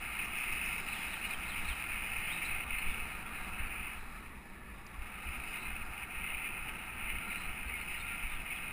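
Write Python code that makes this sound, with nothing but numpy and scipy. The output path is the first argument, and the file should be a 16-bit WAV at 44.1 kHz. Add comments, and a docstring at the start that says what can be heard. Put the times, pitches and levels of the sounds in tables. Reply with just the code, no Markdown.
"""Headwind on a small helmet camera's microphone, riding a bicycle along a paved forest road.
Right at the capsule the wind buffets the membrane and rushes in the resonances of port and housing,
fading while the head is turned. Tyres hum on the road below, birds chirp off in the trees, and a few
dry ticks sound. The recorder holds each 12 kHz sample, so the sound is mirrored in the treble."""
import sys
import numpy as np
from scipy import signal
from scipy.fft import rfft, irfft
from scipy.io import wavfile

SR = 44100
rng = np.random.default_rng(int(sys.argv[2]) if len(sys.argv) > 2 else 0)


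def transcribe(u):
    """Save the signal u as a 16-bit wav file named by the first command-line argument.

    u: samples, shape (n,) or (channels, n), limited to [-1, 1]; the rate is SR.
    q: integer samples, one column per channel.
    """
    v = np.clip(np.atleast_2d(u).T, -1, 1)
    q = np.round(v * 32767).astype(np.int16)
    wavfile.write(sys.argv[1], SR, q)


N = 384552

# Single bird notes. Each row: start and length in seconds, first and last pitch in Hz, level in dB.
BIRD_CHIRPS = [(1.248, .025, 4250, 4030, -61), (2.256, 0.069, 2800, 3350, -51),
               (2.314, 0.036, 3580, 4000, -50.5), (2.355, 0.04, 3690, 3830, -59),
               (2.447, 0.02, 3810, 4020, -48.5), (2.77, 0.04, 4100, 4280, -62),
               (2.885, 0.056, 3520, 3420, -57.5), (3.09, 0.042, 4700, 4250, -70),
               (3.125, .03, 4150, 4150, -66), (3.245, 0.055, 3270, 3220, -64),
               (3.345, .025, 4150, 3980, -67), (3.65, 0.062, 4520, 4360, -71),
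               (7.67, .025, 4300, 4300, -66), (7.685, 0.034, 1860, 2110, -49),
               (7.72, 0.064, 2120, 2150, -43), (7.796, 0.055, 4290, 4240, -66),
               (7.965, 0.028, 3850, 4120, -64), (7.99, .035, 3800, 3600, -58),
               (7.996, 0.021, 4140, 4230, -60), (8.05, .035, 3800, 3550, -65),
               (8.292, 0.051, 3600, 3680, -59.5), (8.35, .045, 3600, 2930, -63),
               (8.548, 0.037, 3950, 3000, -60)]
# Buzzy bird trills. Each row: start and length in seconds, centre pitch in Hz, level in dB.
BIRD_TRILLS = [(3.377, 0.1, 3900, -65), (5.53, 0.16, 3960, -63.5), (7.245, 0.24, 3950, -60.5)]
# One bird repeats a falling whistle. Each row: start in seconds, level in dB.
FALLING_CALLS = [(.242, -65), (.374, -65), (.515, -67), (.645, -62), (.77, -66)]
# Its note. Each row: delay and length in seconds, first and last pitch in Hz, relative level in dB.
FALLING_NOTES = [(0.0011, 0.023, 5950, 5050, 2)]
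# Another repeats a phrase of up, down and a low end. Each row: start in seconds, level in dB.
UP_DOWN_CALLS = [(.89, -56), (1.077, -54), (1.266, -55), (1.453, -54.5), (1.642, -52.5)]
# Its notes. Each row: delay and length in seconds, first and last pitch in Hz, relative level in dB.
UP_DOWN_NOTES = [(0, 0.0206, 3600, 4090, -0.5), (0.031, 0.043, 4400, 3090, -1.5),
                 (0.072, .022, 3240, 2950, 4)]
# Dry ticks. Each row: start in seconds, level in dB, pitch in Hz, seconds to fall by 60 dB.
DRY_TICKS = [(4.866, -44, 4800, 0.014), (4.867, -48, 5600, 0.011), (5.021, -32, 2440, 0.01),
             (5.979, -29, 2480, 0.016), (6.681, -31, 2390, 0.013), (7.449, -52, 3400, .006)]
# Slow layers of the ride. Each row: time in seconds, then tyre hum, housing airflow and thin hiss in dB.
RIDE_LEVELS = [(0.0, -54.5, -47, -61), (1.0, -53, -47, -58), (3.6, -53.5, -48, -64.5),
               (4.1, -56.5, -51, -66.5), (4.4, -56, -55.5, -70.5), (4.9, -56.5, -52.5, -70),
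               (5.4, -54.5, -49.5, -63), (6.7, -54, -50, -67.5), (7.3, -53.5, -49, -65.5),
               (8.0, -55, -50.5, -64), (8.72, -54.5, -50, -65.5)]
# Resonances of the tyre hum. Each row: centre and width in Hz, relative level in dB.
TYRE_RESONANCES = [(115, 97, -2.5), (187.2, 55.6, 1), (221, 62, -1), (311, 168, -6), (437, 196, -11),
                   (593, 254, -12.5)]
# Brief hisses and whistles. Each row: start and length in seconds, centre and width in Hz, level in dB.
BRIEF_WHISTLES = [(.55, 0.58, 5030, 300, -69), (2.41, 0.083, 4940, 1190, -65),
                  (7.13, 0.28, 1400, 60.2, -56), (7.997, 0.28, 1393, 60, -55)]
# Resonances of the wind's thin hiss. Each row: centre and width in Hz, relative level in dB.
HISS_RESONANCES = [(3370, 480, 0.5), (3746, 290, 2), (3940, 540, 0), (4580, 290, -6), (4970, 520, -2.5),
                   (5400, 790, -12.5), (5720, 290, -8)]
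# The housing with the wind head-on. Each row: resonance and width in Hz, relative level in dB.
HEAD_ON_RESONANCES = [(749, 140, -6.5), (890, 188, -6), (999, 102, -7.5), (1188, 112, -4),
                      (1268, 126, -1.5), (1374, 120, 0), (1578, 296, -5.5), (1864, 240, -6.5),
                      (2380, 290, -25)]
# The housing with the wind side-on. Each row: resonance and width in Hz, relative level in dB.
SIDE_ON_RESONANCES = [(792, 110, -6.5), (925, 133, -5), (1140, 170, -3), (1308, 270, -5), (1750, 166, -1),
                      (1966, 240, -6), (2230, 300, -5), (2480, 670, -16)]
# The head turns aside and back. Each row: time in seconds, share of the turn from 0 to 1.
TURN_SHARES = [(3.85, 0.2), (4.25, 0.93), (4.9, 0.9), (5.15, 0.0)]
# Spectrum of the wind pressure on the membrane. Each row: frequency in Hz, relative density in dB.
BUFFET_SPECTRUM = [(4.7, -12), (8, 10), (16, 10), (27, -2.5), (38, -11), (48, -7), (60, -6), (72, -11),
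                   (92, -20), (130, -28), (200, -56)]
# Strong buffets. Each row: time in seconds, slow heave in dB, quicker flutter in dB.
STRONG_BUFFETS = [(.23, -48, -59), (.52, -37, -52), (.68, -52, -51), (1.38, -36.5, -53),
                  (1.6, -41.5, -46.5), (1.7, -39, -44), (1.96, -39, -60), (2.2, -49, -45.5),
                  (2.551, -43, -60), (2.75, -35, -52), (2.88, -35.5, -42.5), (3.01, -56, -49),
                  (3.53, -47, -57), (3.63, -47, -43), (4.07, -53, -68), (5.01, -44, -56),
                  (5.29, -42.5, -53), (5.39, -43.5, -60), (5.68, -53, -67), (5.87, -45, -52),
                  (6.21, -47.5, -64), (6.36, -50, -55), (6.63, -48, -60), (7.06, -42, -54),
                  (7.16, -47, -50), (7.49, -39.5, -57), (7.65, -41, -51), (8.05, -45, -62),
                  (8.24, -41, -50.5), (8.38, -41, -52)]
# Sudden lulls in the rush. Each row: start in seconds, depth in dB, recovery in seconds.
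RUSH_LULLS = [(0.259, 5, 0.078), (0.81, 7.5, 0.06), (1.34, 10, 0.047), (2.641, 13, 0.033),
              (5.371, 4.5, 0.068), (5.83, 9, 0.058), (6.05, 6, 0.073), (6.70, 2, 0.04), (7.14, 1, .04),
              (8.42, 7, 0.029)]
# Short puffs in the rush. Each row: time in seconds, rise in dB.
RUSH_PUFFS = [(.06, -1), (1.25, 5), (1.33, 5), (1.58, 4.5), (2.87, 3), (3.36, 3.5), (5.56, 2.5), (6.03, 3),
              (6.22, 2.5), (6.46, 4), (6.69, 7), (7.1, 6), (7.21, 2), (7.32, 4.5), (7.95, 3), (8.12, 3),
              (8.35, 3), (8.52, 5.5), (8.58, 3)]
# Resonances of the microphone port. Each row: centre and width in Hz, relative level in dB.
PORT_RESONANCES = [(2127, 161, 0), (2279, 140, -1), (2434, 156, 1.5), (2567, 236, 1), (2849, 186, -5.5),
                   (3090, 56, -43), (1883, 166, -7)]
# Headwind rushing in the port. Each row: time in seconds, level in dB.
RUSH_LEVELS = [(0.0, -44.5), (.2, -39), (.45, -37.5), (.75, -38.5), (1.1, -42), (1.5, -42), (1.78, -41.5),
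               (1.92, -40), (2.45, -38.5), (2.88, -40.5), (3.2, -47.5), (3.7, -43), (3.93, -44.5),
               (4.02, -56), (4.24, -56), (4.4, -62), (4.98, -56), (5.03, -51), (5.3, -44.5), (5.7, -43),
               (5.95, -47), (6.3, -40.5), (6.5, -41.5), (6.65, -45.5), (6.95, -45), (7.0, -41.5),
               (7.45, -43), (7.7, -43.5), (8.1, -42), (8.72, -44)]


def amp(db):
    """Decibels to gain."""
    return 10 ** (np.asarray(db) / 20)


def rms_one(x):
    """Scale to unit rms."""
    return x / np.sqrt(np.mean(x ** 2) + 1e-20)


def in_time(rows):
    """Columns of a curve table, one value a sample."""
    times, *columns = np.transpose(rows)
    return [np.interp(np.arange(N) / SR, times, column) for column in columns]


def drift(rate_hz):
    """Random wavering with a spread of 1, mostly slower than rate_hz."""
    r = np.exp(-80 * np.pi * rate_hz / SR)
    slow = signal.lfilter([1], [1, -2 * r, r * r], rng.standard_normal(N // 40 + 2002))[2000:]
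    return np.interp(np.arange(N) / 40, np.arange(len(slow)), rms_one(slow))


def resonance(x, hz, width_hz):
    """A peak of gain 1, applied twice for steep skirts."""
    r = np.exp(-np.pi * width_hz / SR)
    row = [(1 - r * r) / 2, 0, (r * r - 1) / 2, 1, -2 * r * np.cos(2 * np.pi * hz / SR), r * r]
    return signal.sosfilt([row, row], x)


def turbulence(modes, flutter_db, patchy_db):
    """Fluttering noise that rings in resonances, each wavering on its own; rms 1."""
    noise = rng.standard_normal((2, N)) * amp(flutter_db)
    return rms_one(sum(amp(db + patchy_db * drift(5.7)) * resonance(noise[k % 2], hz, width)
                       for k, (hz, width, db) in enumerate(modes)))


def swell(start, length):
    """Sample span of a note, its progress 0-1 and a rounded envelope."""
    first = round(start * SR)
    along = np.linspace(0, 1, round(length * SR))
    return slice(first, first + len(along)), along, np.sqrt(2 * np.sin(np.pi * along))


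def bird_notes():
    """The single chirps and the notes of the repeated calls, in one list."""
    repeated = ((FALLING_CALLS, FALLING_NOTES), (UP_DOWN_CALLS, UP_DOWN_NOTES))
    return BIRD_CHIRPS + [(start + delay, length, first_hz, last_hz, db + note_db)
                          for calls, notes in repeated
                          for start, db in calls
                          for delay, length, first_hz, last_hz, note_db in notes]


def birds(pulses_per_s=75, swing_hz=199, forest_t60_s=.3):
    """Birds off in the trees: gliding near-sines and pulsed trills, blurred by forest echoes."""
    song, unsteady = np.zeros(N), drift(36.3)
    wobble_hz = 70 * drift(150)
    for start, length, first_hz, last_hz, db in bird_notes():
        span, along, shape = swell(start, length)
        pitch = first_hz + (last_hz - first_hz) * along + wobble_hz[span]
        song[span] += amp(db) * shape * np.sin(2 * np.pi * np.cumsum(pitch) / SR)
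    for start, length, hz, db in BIRD_TRILLS:
        span, _, shape = swell(start, length)
        beat = np.cumsum(pulses_per_s * (1 + 0.292 * unsteady[span]) / SR) % 1
        slide = 1 - 2 * beat + 0.413 * unsteady[span]   # each pulse falls through the centre pitch
        tone = np.sin(2 * np.pi * np.cumsum(hz + swing_hz * slide + wobble_hz[span]) / SR)
        song[span] += amp(db) * shape * np.sqrt(np.sin(np.pi * beat)) * tone
    t = np.arange(SR // 4) / SR
    echoes = rng.standard_normal(len(t)) * amp(-60 * t / forest_t60_s)
    song *= amp(3.93 * drift(230))   # leaves and moving air make the notes rasp
    return song + amp(-5) * signal.fftconvolve(song, echoes / np.sqrt(np.sum(echoes ** 2)))[:N]


def ticks():
    """Dry ticks, each a click in one damped mode."""
    out = np.zeros(N)
    for start, db, hz, t60 in DRY_TICKS:
        t = np.arange(round(t60 * SR)) / SR
        envelope = amp(db - 60 * t / t60) * (1 - np.exp(-t / 0.00037))
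        out[round(start * SR):][:len(t)] += envelope * np.sin(2 * np.pi * hz * t)
    return out


def tyre_hum(level_db):
    """Tyres rolling on the paving, a rider's height below the microphone: noise in low resonances."""
    return amp(level_db) * turbulence(TYRE_RESONANCES, 0.54 * drift(4.2), patchy_db=.6)


def whistles():
    """Brief swells of narrow noise, probably airflow in the housing."""
    out, white = np.zeros(N), rng.standard_normal(N)
    for start, length, hz, width_hz, db in BRIEF_WHISTLES:
        span, _, shape = swell(start, length)
        out[span] += amp(db) * shape * rms_one(resonance(white, hz, width_hz))[span]
    return out


def thin_hiss(level_db, eddies):
    """The thin top of the rush: eddies ringing in treble resonances."""
    return amp(level_db) * turbulence(HISS_RESONANCES, 0.51 * eddies + 0.35 * drift(31), patchy_db=1.8)


def housing_airflow(level_db, eddies):
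    """Air flowing round the housing rings in other resonances as the head turns aside."""
    turn = in_time(TURN_SHARES)[0]
    head_on = turbulence(HEAD_ON_RESONANCES, 0.84 * eddies, patchy_db=0.83)
    side_on = turbulence(SIDE_ON_RESONANCES, 0.25 * eddies, patchy_db=2.0)
    return amp(level_db) * (np.sqrt(1 - turn) * head_on + np.sqrt(turn) * side_on)


def buffeting(airflow_db, calm_heave_db=-51.5, calm_flutter_db=-55, split_hz=40, half_width_s=.025):
    """Wind pressure on the membrane: a slow heave and a quicker flutter, swelling at each buffet."""
    t, hz = np.arange(N) / SR, np.fft.rfftfreq(N, 1 / SR)
    knots_hz, knots_db = np.transpose(BUFFET_SPECTRUM)
    shape = amp(np.interp(np.log(hz + 1e-3), np.log(knots_hz), knots_db, left=-99, right=-99))
    pressure = rfft(rng.standard_normal(N)) * shape
    slow_share = 1 / np.sqrt(1 + (hz / split_hz) ** 8)
    heave = rms_one(irfft(pressure * slow_share, N))
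    flutter = rms_one(irfft(pressure * np.sqrt(1 - slow_share ** 2), N))
    swing_db = 0.33 * (airflow_db - airflow_db.mean())   # the calm level partly follows the airflow
    heave_gain = amp(calm_heave_db + swing_db + 2.2 * drift(7))
    flutter_gain = amp(calm_flutter_db + swing_db + 2.5 * drift(11))
    for time, heave_db, flutter_db in STRONG_BUFFETS:
        bump = np.exp(-((t - time) / half_width_s) ** 2 / 2)
        heave_gain += amp(heave_db) * bump
        flutter_gain += amp(flutter_db) * bump
    return amp(1.95 * drift(17)) * heave_gain * heave + amp(1.2 * drift(22)) * flutter_gain * flutter


def lulls_and_puffs(drop_s=0.0027, puff_half_width_s=0.014):
    """Gain of the rush: each lull drops within milliseconds and recovers, each puff swells and sinks."""
    t, gain_db = np.arange(N) / SR, np.zeros(N)
    for start, depth_db, recovery in RUSH_LULLS:
        after = np.maximum(t - start, 0)
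        gain_db -= depth_db * (1 - np.exp(-after / drop_s)) * np.exp(-(after / recovery) ** 2)
    for time, rise_db in RUSH_PUFFS:
        gain_db += rise_db * np.exp(-((t - time) / puff_half_width_s) ** 2 / 2)
    return amp(gain_db)


def port_rush(eddies, gusts_db=0.89):
    """Gusty headwind right at the microphone, ringing in the resonances of its port."""
    level_db = in_time(RUSH_LEVELS)[0] + gusts_db * drift(30)
    return amp(level_db) * turbulence(PORT_RESONANCES, 1.07 * eddies, patchy_db=.5)


def scene():
    """The ride in mono from the helmet: wind on the microphone, tyres below, birds further off."""
    tyre_db, airflow_db, hiss_db = in_time(RIDE_LEVELS)
    gusting = lulls_and_puffs()
    eddies = drift(82)   # the same eddies shake rush, hiss and airflow
    wind = gusting * port_rush(eddies)
    wind += gusting ** 0.18 * thin_hiss(hiss_db, eddies)   # the hiss follows only faintly
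    wind += housing_airflow(airflow_db, eddies)
    return (wind + tyre_hum(tyre_db) + buffeting(airflow_db) + birds() + whistles() + ticks())[None]


def record(dry, hold_hz=12000, cutoff_hz=15270):
    """The camera samples at 12 kHz, holds each sample for four steps of 48 kHz and cuts the top."""
    hz = np.fft.rfftfreq(N, 1 / SR)
    base = irfft(rfft(dry) * (hz < hold_hz / 2) * amp(-5 * np.exp((hz - hold_hz / 2) / 120)), N)
    mirrored = base * (1 + 2 * np.cos(2 * np.pi * hold_hz * np.arange(N) / SR))   # images round hold_hz
    droop = np.sinc(hz / hold_hz) / np.sinc(hz / (4 * hold_hz))
    held = irfft(rfft(mirrored) * droop, N)
    return signal.sosfilt(signal.ellip(16, .5, 60, cutoff_hz, fs=SR, output="sos"), held)


dry = scene()
out = record(dry)
transcribe(out)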